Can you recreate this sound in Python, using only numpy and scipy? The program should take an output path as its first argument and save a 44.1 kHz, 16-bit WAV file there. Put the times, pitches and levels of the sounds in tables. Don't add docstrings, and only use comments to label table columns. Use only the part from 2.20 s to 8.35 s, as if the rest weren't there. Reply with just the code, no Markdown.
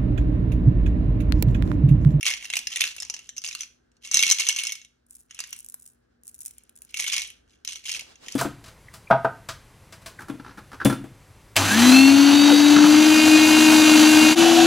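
import sys
import numpy as np
from scipy import signal
from scipy.fft import rfft, irfft, next_fast_len
from scipy.io import wavfile

SR = 44100
rng = np.random.default_rng(int(sys.argv[2]) if len(sys.argv) > 2 else 0)


def log_audio(samples):
    frames = np.atleast_2d(samples).T
    limited = np.clip(frames, -1, 1)
    pcm = np.round(limited * 32767).astype(np.int16)
    wavfile.write(sys.argv[1], SR, pcm)


N = 271215
GRAIN = 4096
TIME = np.arange(N) / SR
AGE = np.arange(GRAIN) / SR
CONTACTS_PER_S = 270


def undb(db):
    return 10 ** (np.asarray(db) / 20)


def curve(rows):
    return undb(np.interp(TIME, *np.transpose(rows)))


def along(rows, size, axis=1):
    rows = np.array(rows, float)
    bin_hz = np.arange(size // 2 + 1) * SR / size
    return np.interp(np.log(bin_hz + 1), np.log(rows[:, 0]), rows[:, axis])


def causal(db):
    cepstrum = irfft(np.log(undb(db)))
    half = len(cepstrum) // 2
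    cepstrum[1:half] *= 2
    cepstrum[half + 1:] = 0
    return np.exp(rfft(cepstrum))


def tint(x, colour):
    size = 2 * next_fast_len(x.shape[-1] // 2 + 512, True)
    response = causal(along(colour, size))
    response = response / np.sqrt(np.mean(abs(response) ** 2))
    return irfft(rfft(x, size) * response)[..., :x.shape[-1]]


def scattered(size):
    # freq_hz, side_db
    spread = [(60, -18), (250, -4.5), (600, 9.5), (1400, -4.5), (2200, 2), (3500, -7.5), (6000, -1.5),
              (8500, -1.5), (11000, -10), (14000, -9)]
    mid, side = rfft(rng.standard_normal((2, size)))
    share = undb(along(spread, size))
    return irfft(np.array([mid + share * side, mid - share * side]) / np.sqrt(1 + share ** 2), size)


def fade(t60, age=AGE):
    return np.exp(-np.log(1000) * age / t60)


def unit(x):
    return x / np.sqrt(np.mean(np.sum(x ** 2, axis=-1)))


def walk(rate):
    levels = rng.standard_normal(1024)
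    return np.sqrt(3 / 2) * np.interp(TIME * rate, np.arange(len(levels)), levels)


def add(out, s, db, grain):
    start, attack = max(int(s * SR), 0), SR // 250
    part = grain[:, :max(N - start, 0)]
    out[:, start:start + part.shape[1]] += part * undb(db) / np.sqrt(np.mean(grain[:, :attack] ** 2))


def gestures(rows, attack_s, release_t60):
    power = 0
    for start, length, db in rows:
        rise = np.clip(1 + (TIME - start) / attack_s, 0, 1) ** 2
        fall = fade(release_t60, np.maximum(TIME - start - length, 0))
        power = power + (undb(db) * rise * fall) ** 2
    return np.sqrt(power)


def crowd(blow, gain, rate, spread_db, count=24):
    objects = [unit(blow()) for _ in range(count)]
    gaps, sizes, owners = rng.random((N // 50, 3)).T
    starts = (np.cumsum(3 * gaps ** 2) * SR / rate).astype(int)
    sizes = undb(spread_db * (2 * sizes - 1))
    sizes /= np.sqrt(np.mean(sizes ** 2) * rate / SR)
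    out = np.zeros((2, N + GRAIN))
    for start, size, owner in zip(starts[starts < N], sizes, owners):
        out[:, start:start + GRAIN] += size * gain[start] * objects[int(owner * count)]
    return out[:, :N]


def contact(click_t60, chatter_t60, chatter_db, grit_db=-4, mean_bounce_s=.0015, bounce_db=-5):
    click = undb(grit_db) * unit(rng.standard_normal(GRAIN) * fade(click_t60))
    click[0] += 1
    click[int(SR * mean_bounce_s * (.5 + rng.random()))] += undb(bounce_db)
    chatter = scattered(GRAIN) * fade(chatter_t60)
    chatter = tint(chatter, [(200, -4.5), (7000, -1.5), (11000, -2), (15000, -13.0)])
    return click + undb(chatter_db) * unit(chatter)


def voiced(grain, body_db, edge_db):
    body = [(1100, body_db / 4), (2200, body_db), (3600, body_db)]
    edge = [(5400, 0), (7000, 0), (10000, edge_db)]
    return irfft(rfft(grain) * causal(along(body + edge, GRAIN)))


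def toys():
    # start_s, length_s, level_db
    pushes = [(0.065, 0.054, -29), (0.235, 0.0067, -37), (0.345, 0.049, -40.5), (0.52, 0.15, -38),
              (0.61, 0.049, -34), (0.78, 0.29, -54), (1.255, 0.16, -43), (1.855, 0.013, -43.5),
              (1.95, 0.16, -26), (2.195, 0.014, -25.5), (2.275, 0.018, -26.5), (2.375, 0.0088, -29.5),
              (2.44, 0.063, -34.5), (3.12, .23, -56), (4.26, 0.19, -70), (4.69, 0.046, -59),
              (4.785, .035, -31.5), (4.88, 0.13, -31.5), (5.295, 0.042, -62.5), (5.495, 0.052, -39),
              (5.675, 0.067, -32), (6.07, .08, -45.5)]
    # (hard, 11 kHz)
    knocks = [(0.0099, -35, 2, -2), (0.0293, -23, 7, 5), (0.0541, -24, 6, 5), (0.0647, -17, 3, -2),
              (0.0755, -22, 7, 1), (0.0808, -21, -2, 0), (0.088, -26, 3, 3), (0.111, -26, 3, -1),
              (0.1374, -27, 0, 0), (0.2537, -33, 7, 7), (0.3015, -27, 3, 1), (0.3281, -33, 3, -2),
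              (0.3367, -22, 4, 2), (0.3557, -26, 4, 6), (0.368, -19, 1, 2), (0.3902, -27, 2, 4),
              (0.4712, -22, -4, -2), (0.5285, -33, -1, -4), (0.5598, -22, 4, 2), (0.5703, -26, 2, 5),
              (0.608, -17, 2, 5), (0.6173, -16, 11, 5), (0.6397, -21, 3, 2), (0.6758, -30, 2, 2),
              (0.7648, -36, 2, 6), (0.7824, -37, 5, -8), (0.8019, -28, -9, -10), (0.8232, -30, 0, 1),
              (0.8301, -30, -5, -12), (0.85, -36, -9, -12), (0.8993, -24, -8, -8), (0.9405, -30, -10, -7),
              (0.9439, -33, -9, -10), (0.9651, -38, -3, -8), (0.9913, -39, -1, -4), (1.0915, -32, -5, -5),
              (1.1655, -38, -3, -4), (1.1718, -36, -5, -1), (1.1803, -26, -10, -7), (1.218, -39, -1, -5),
              (1.2395, -32, -2, -5), (1.2456, -27, 2, -5), (1.2519, -31, -9, -1), (1.2632, -30, 2, -8),
              (1.2759, -30, -3, -5), (1.2873, -29, -4, -3), (1.3112, -35, -1, -5), (1.3285, -35, -5, -12),
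              (1.3503, -27, -2, 3), (1.4079, -26, -2, 3), (1.4181, -32, -5, -4), (1.4333, -33, -3, -6),
              (1.717, -66, -3, -6), (1.768, -62, -3, -6), (1.8487, -37, -1, -7), (1.8742, -37, 0, -1),
              (1.9139, -23, -9, -8), (1.9434, -12, -7, -1), (1.9556, -19, -5, -7), (1.971, -13, 0, -1),
              (1.9926, -15, -2, -3), (2.0264, -13, -2, -1), (2.035, -14, 16, 10), (2.0661, -20, -4, -5),
              (2.1003, -14, -6, -1), (2.1124, -11, -5, -3), (2.1216, -12, -13, -6), (2.1859, -26, -4, -4),
              (2.1958, -23, 2, 1), (2.2033, -22, 0, 1), (2.2878, -13, -10, -4), (2.2943, -19, 6, 6),
              (2.3627, -26, -4, -7), (2.3874, -23, 5, 5), (2.4361, -24, 2, 9), (2.4514, -29, -4, -5),
              (2.4698, -22, -3, 0), (2.5216, -25, -2, 2), (2.5539, -37, -10, -9), (2.6155, -44, 0, -13),
              (2.6482, -45, -1, -4), (3.1095, -41, -3, -1), (3.1465, -42, -8, 6), (3.1908, -31, -8, -5),
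              (3.204, -27, -6, -1), (3.2391, -36, -4, -4), (3.3287, -31, -2, 2), (4.7429, -27, 4, 4),
              (4.7729, -28, -3, 2), (4.7996, -22, 7, 7), (4.806, -25, 3, 11), (4.8417, -27, 8, 6),
              (4.8651, -27, 12, 5), (4.8757, -26, -4, -2), (4.8801, -25, 0, 2), (4.8997, -27, 8, 4),
              (4.9237, -27, 2, 0), (4.9319, -24, -7, -5), (4.9646, -24, 0, 4), (4.9807, -22, 0, 1),
              (5.0193, -28, -1, 3), (5.074, -40, -8, 10), (5.1023, -40, 5, 8), (5.4491, -32, -4, -3),
              (5.4761, -25, -8, -6), (5.4883, -30, -2, -4), (5.5571, -35, 2, -7), (5.6543, -37, 3, -3),
              (5.6933, -26, -1, -2), (5.7175, -26, -3, -3), (5.7476, -27, 0, -1), (5.794, -31, 3, 2),
              (5.809, -35, -3, -2), (5.9565, -48, 3, -6), (6.0836, -32, 0, 0), (6.1229, -33, -6, -5)]
    strength = gestures(pushes, attack_s=0.054, release_t60=.24)
    out = crowd(light_blow, strength, rate=CONTACTS_PER_S, spread_db=3.5)
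    for s, db, body_db, edge_db in knocks:
        add(out, s, db, voiced(toy_blow(), body_db, edge_db))
    return hollows(out)


def toy_blow(ring_db=-7):
    # freq_hz, relative_db
    toy_colour = [(100, -51.5), (350, -34), (700, -28.5), (1400, -19.5), (1800, -12), (2250, -8),
                  (2800, -2), (3900, -7), (4700, -6), (5400, -4.5), (6100, 0), (7800, -10.5), (11500, -8),
                  (16000, -25)]
    clack = tint(contact(click_t60=.005, chatter_t60=0.046, chatter_db=-3), toy_colour)
    clack = unit(irfft(rfft(clack) * own_shape()))
    return placed(clack + undb(ring_db) * shell_ring())


def light_blow(body_db=1, edge_db=-2):
    return voiced(toy_blow(), body_db, edge_db)


def shell_ring(detune=0.0043, uneven_db=6, ring_scale=.8, skew=0.18):
    # mode_hz, relative_db, t60_s (before ring_scale)
    shell_modes = [(1312, -24, .05), (2215, -3.5, .04), (2190, -14.5, .064), (2745, 1.5, .048),
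                   (2930, -7.5, .05), (3117, -.5, .022), (3335, -7.5, .06), (3536, -4, .023),
                   (3737, -10, .09), (4108, -17, .12), (5230, -3.5, .026), (5610, -5.5, .05),
                   (6020, -3, .04), (6220, -4.5, .05), (6030, 0, .048), (6220, -9, .085), (6570, -5, .065),
                   (6751, -7.5, .05), (10205, -13.5, .015)]
    hz, db, t60 = np.transpose(shell_modes)[:, :, None]
    shift, weight, turn, aim = rng.standard_normal((4, len(shell_modes), 1))
    cycles = hz * (1 + detune * shift) * AGE + turn
    ringing = np.exp(2j * np.pi * cycles) * fade(ring_scale * t60)
    reach = undb(db + uneven_db * weight) * np.exp(1j * np.pi * skew * aim * np.array([1, -1]))
    swell = 1 - fade(0.0025)
    return unit(swell * np.imag(reach.T @ ringing))


def own_shape(ripple_db=5.0, count=44):
    return causal(ripple_db * signal.resample(rng.standard_normal(count), GRAIN // 2 + 1))


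def placed(grain, pan_db=0.2):
    return grain * undb(np.array([[.5], [-.5]]) * pan_db * rng.standard_normal())


def hollows(x, ease_s=0.043):
    # start_s, stop_s, peak_hz, width_hz, boost_db
    hollow_toys = [(0, 0.2, 2100, 320, 6.5), (.3, 0.775, 2540, 400, 2.5), (0.055, 1.01, 680, 533, 7.5),
                   (1.9, 2.595, 2190, 88, 6.5), (1.9, 2.599, 2750, 80, 3.5), (1.9, 2.596, 6187, 102.3, 5.5),
                   (3.09, 3.4, 1440, 1377, 8), (4.7, 5.075, 2270, 250, 5), (4.7, 6.153, 3170, 337, 1.5)]
    out = x.copy()
    for start, stop, hz, width_hz, db in hollow_toys:
        touching = np.interp(TIME, [start - ease_s, start, stop, stop + ease_s], [0, 1, 1, 0])
        b, a = signal.iirpeak(hz, hz / width_hz, fs=SR)
        out += (undb(db) - 1) * signal.lfilter(b, a, x * touching)
    return out


def beads():
    # start_s, length_s, level_db
    rolls = [(2.9, 0.075, -51), (3.29, 0.23, -44.5), (3.61, 0.074, -53), (4.06, 0.18, -52.5),
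             (4.235, 0.03, -40.5), (4.57, 0.053, -46.5)]
    # start_s, level_db, body_db (3 kHz)
    ticks = [(2.9086, -40, -11), (2.9516, -42, -3), (3.0066, -50, -1), (3.365, -40, 12), (3.398, -42, 10),
             (3.4458, -38, 2), (3.499, -39, -2), (3.6628, -40, 0), (4.0354, -48, 3), (4.0695, -42, -6),
             (4.0795, -34, -2), (4.1448, -41, -4), (4.1905, -41, -8), (4.2063, -34, -2), (4.2115, -39, -9),
             (4.232, -42, -9), (4.2617, -38, 4), (4.2678, -34, -3), (4.3093, -40, 4), (4.3823, -40, 2),
             (4.4364, -51, -4), (4.4941, -46, 9), (4.5749, -46, 9), (4.6199, -37, 5), (4.7091, -47, 1)]
    # freq_hz, relative_db
    snap_colour = [(80, -8), (250, 4.5), (1200, 1), (3000, -10), (7000, 4), (12000, 20), (16000, 7)]
    strength = gestures(rolls, attack_s=0.054, release_t60=0.21)
    out = crowd(bead_blow, strength, rate=CONTACTS_PER_S, spread_db=23.5)
    for s, db, body_db in ticks:
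        add(out, s, db, voiced(bead_blow(), body_db, 0))
    snap = contact(click_t60=0.0025, chatter_t60=0.027, chatter_db=-1.5, bounce_db=-12)
    add(out, 3.5424, -30.5, tint(snap, snap_colour))
    return out


def bead_blow():
    # freq_hz, relative_db
    bead_colour = [(400, -31.5), (1500, -34), (2600, -23), (4200, -24), (6800, -9.5), (8000, -8.5),
                   (10000, -2.5), (12500, -3), (14500, -8), (16500, -3)]
    tick = contact(click_t60=0.0015, chatter_t60=.016, chatter_db=1, bounce_db=-6)
    return unit(tint(tick, bead_colour))


def box(catch_db=3):
    # time_s, level_db
    brush = [(5.6, -83.5), (5.76, -54.5), (5.92, -62), (6.02, -53), (6.15, -58.5)]
    # freq_hz, relative_db
    brush_colour = [(100, -9.5), (500, -3.5), (1000, -9.5), (2000, -9.5), (5000, -10), (14000, -27)]
    # start_s, level_db
    bumps = [(0.367, -50.5), (.617, -53.5), (1.944, -43), (1.971, -52), (2.026, -46.5), (2.066, -49),
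             (2.112, -52.5), (2.202, -55), (2.288, -56.5), (4.8, -52.5), (5.82, -54.5), (6.07, -50)]
    # freq_hz, relative_db
    bump_colour = [(50, -10), (130, -0.5), (300, -1.5), (500, -4.5), (850, -6.5), (1500, -26), (4000, -46)]
    out = tint(scattered(N), brush_colour) * curve(brush) * undb(catch_db * walk(25))
    for s, db in bumps:
        bump = contact(click_t60=.02, chatter_t60=.06, chatter_db=-3, grit_db=11)
        add(out, s, db, tint(bump, bump_colour))
    return out


def room(x, wet_db, t60=0.33, first_s=0.0012):
    age = TIME[:SR // 2]
    onset = np.clip(age / first_s - 1, 0, 1)
    tail = scattered(len(age)) * fade(t60, age) * onset
    tail = unit(tint(tail, [(200, 3.5), (3200, 0.0), (6500, -4.0), (10000, -7.5), (15000, -10.5)]))
    return x + undb(wet_db) * signal.oaconvolve(x.mean(axis=0)[None], tail, axes=1)[:, :N]


def background(waver_db=2.0, drift_db=1):
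    # freq_hz, rms_db
    hum_lines = [(120, -80), (180, -91.5), (240, -77)]
    # time_s, level_db
    air = [(0, -66), (1.6, -68), (2.8, -73), (4.3, -69), (4.8, -65), (6.15, -68)]
    # freq_hz, relative_db
    air_colour = [(18, -42), (35, -15), (55, 5), (80, 1), (110, -10), (300, -6.5), (500, -9.5), (1000, -22),
                  (1600, -13.5), (2400, -31.5), (5000, -35), (10000, -46), (16000, -45.5)]
    hum = 0
    for hz, db in hum_lines:
        level = np.sqrt(2) * undb(db + waver_db * walk(21))
        hum = hum + level * np.sin(2 * np.pi * (hz * TIME + rng.random()))
    return tint(scattered(N), air_colour) * curve(air) * undb(drift_db * walk(3.1)) + hum


def scene():
    return room(toys() + box(), wet_db=-12.5) + room(beads(), wet_db=-13) + background()


def record(dry):
    # freq_hz, left_lead_rad, left_minus_right_db
    ports = [(60, 0, 0), (400, -.7, 3), (950, -.9, -5), (1350, .3, 0), (2000, .3, -.5), (3100, 1.4, -2.5),
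             (4100, 1.1, -1), (4750, 2.9, -4), (5300, 6.2, 1), (6100, 7, 0), (9000, 8, -.3),
             (13000, 9.3, 0), (16500, 9.4, 0)]
    size = 2 * next_fast_len(N // 2 + GRAIN)
    lead, balance_db = along(ports, size, axis=1), along(ports, size, axis=2)
    sides = np.array([[.5], [-.5]])
    response = undb(sides * balance_db) * np.exp(1j * sides * lead)
    heard = irfft(rfft(dry, size) * response)[:, :N]
    top_hz = 16300
    return signal.sosfilt(signal.ellip(8, .2, 70, top_hz, fs=SR, output="sos"), heard)


dry = scene()
out = record(dry)
log_audio(out)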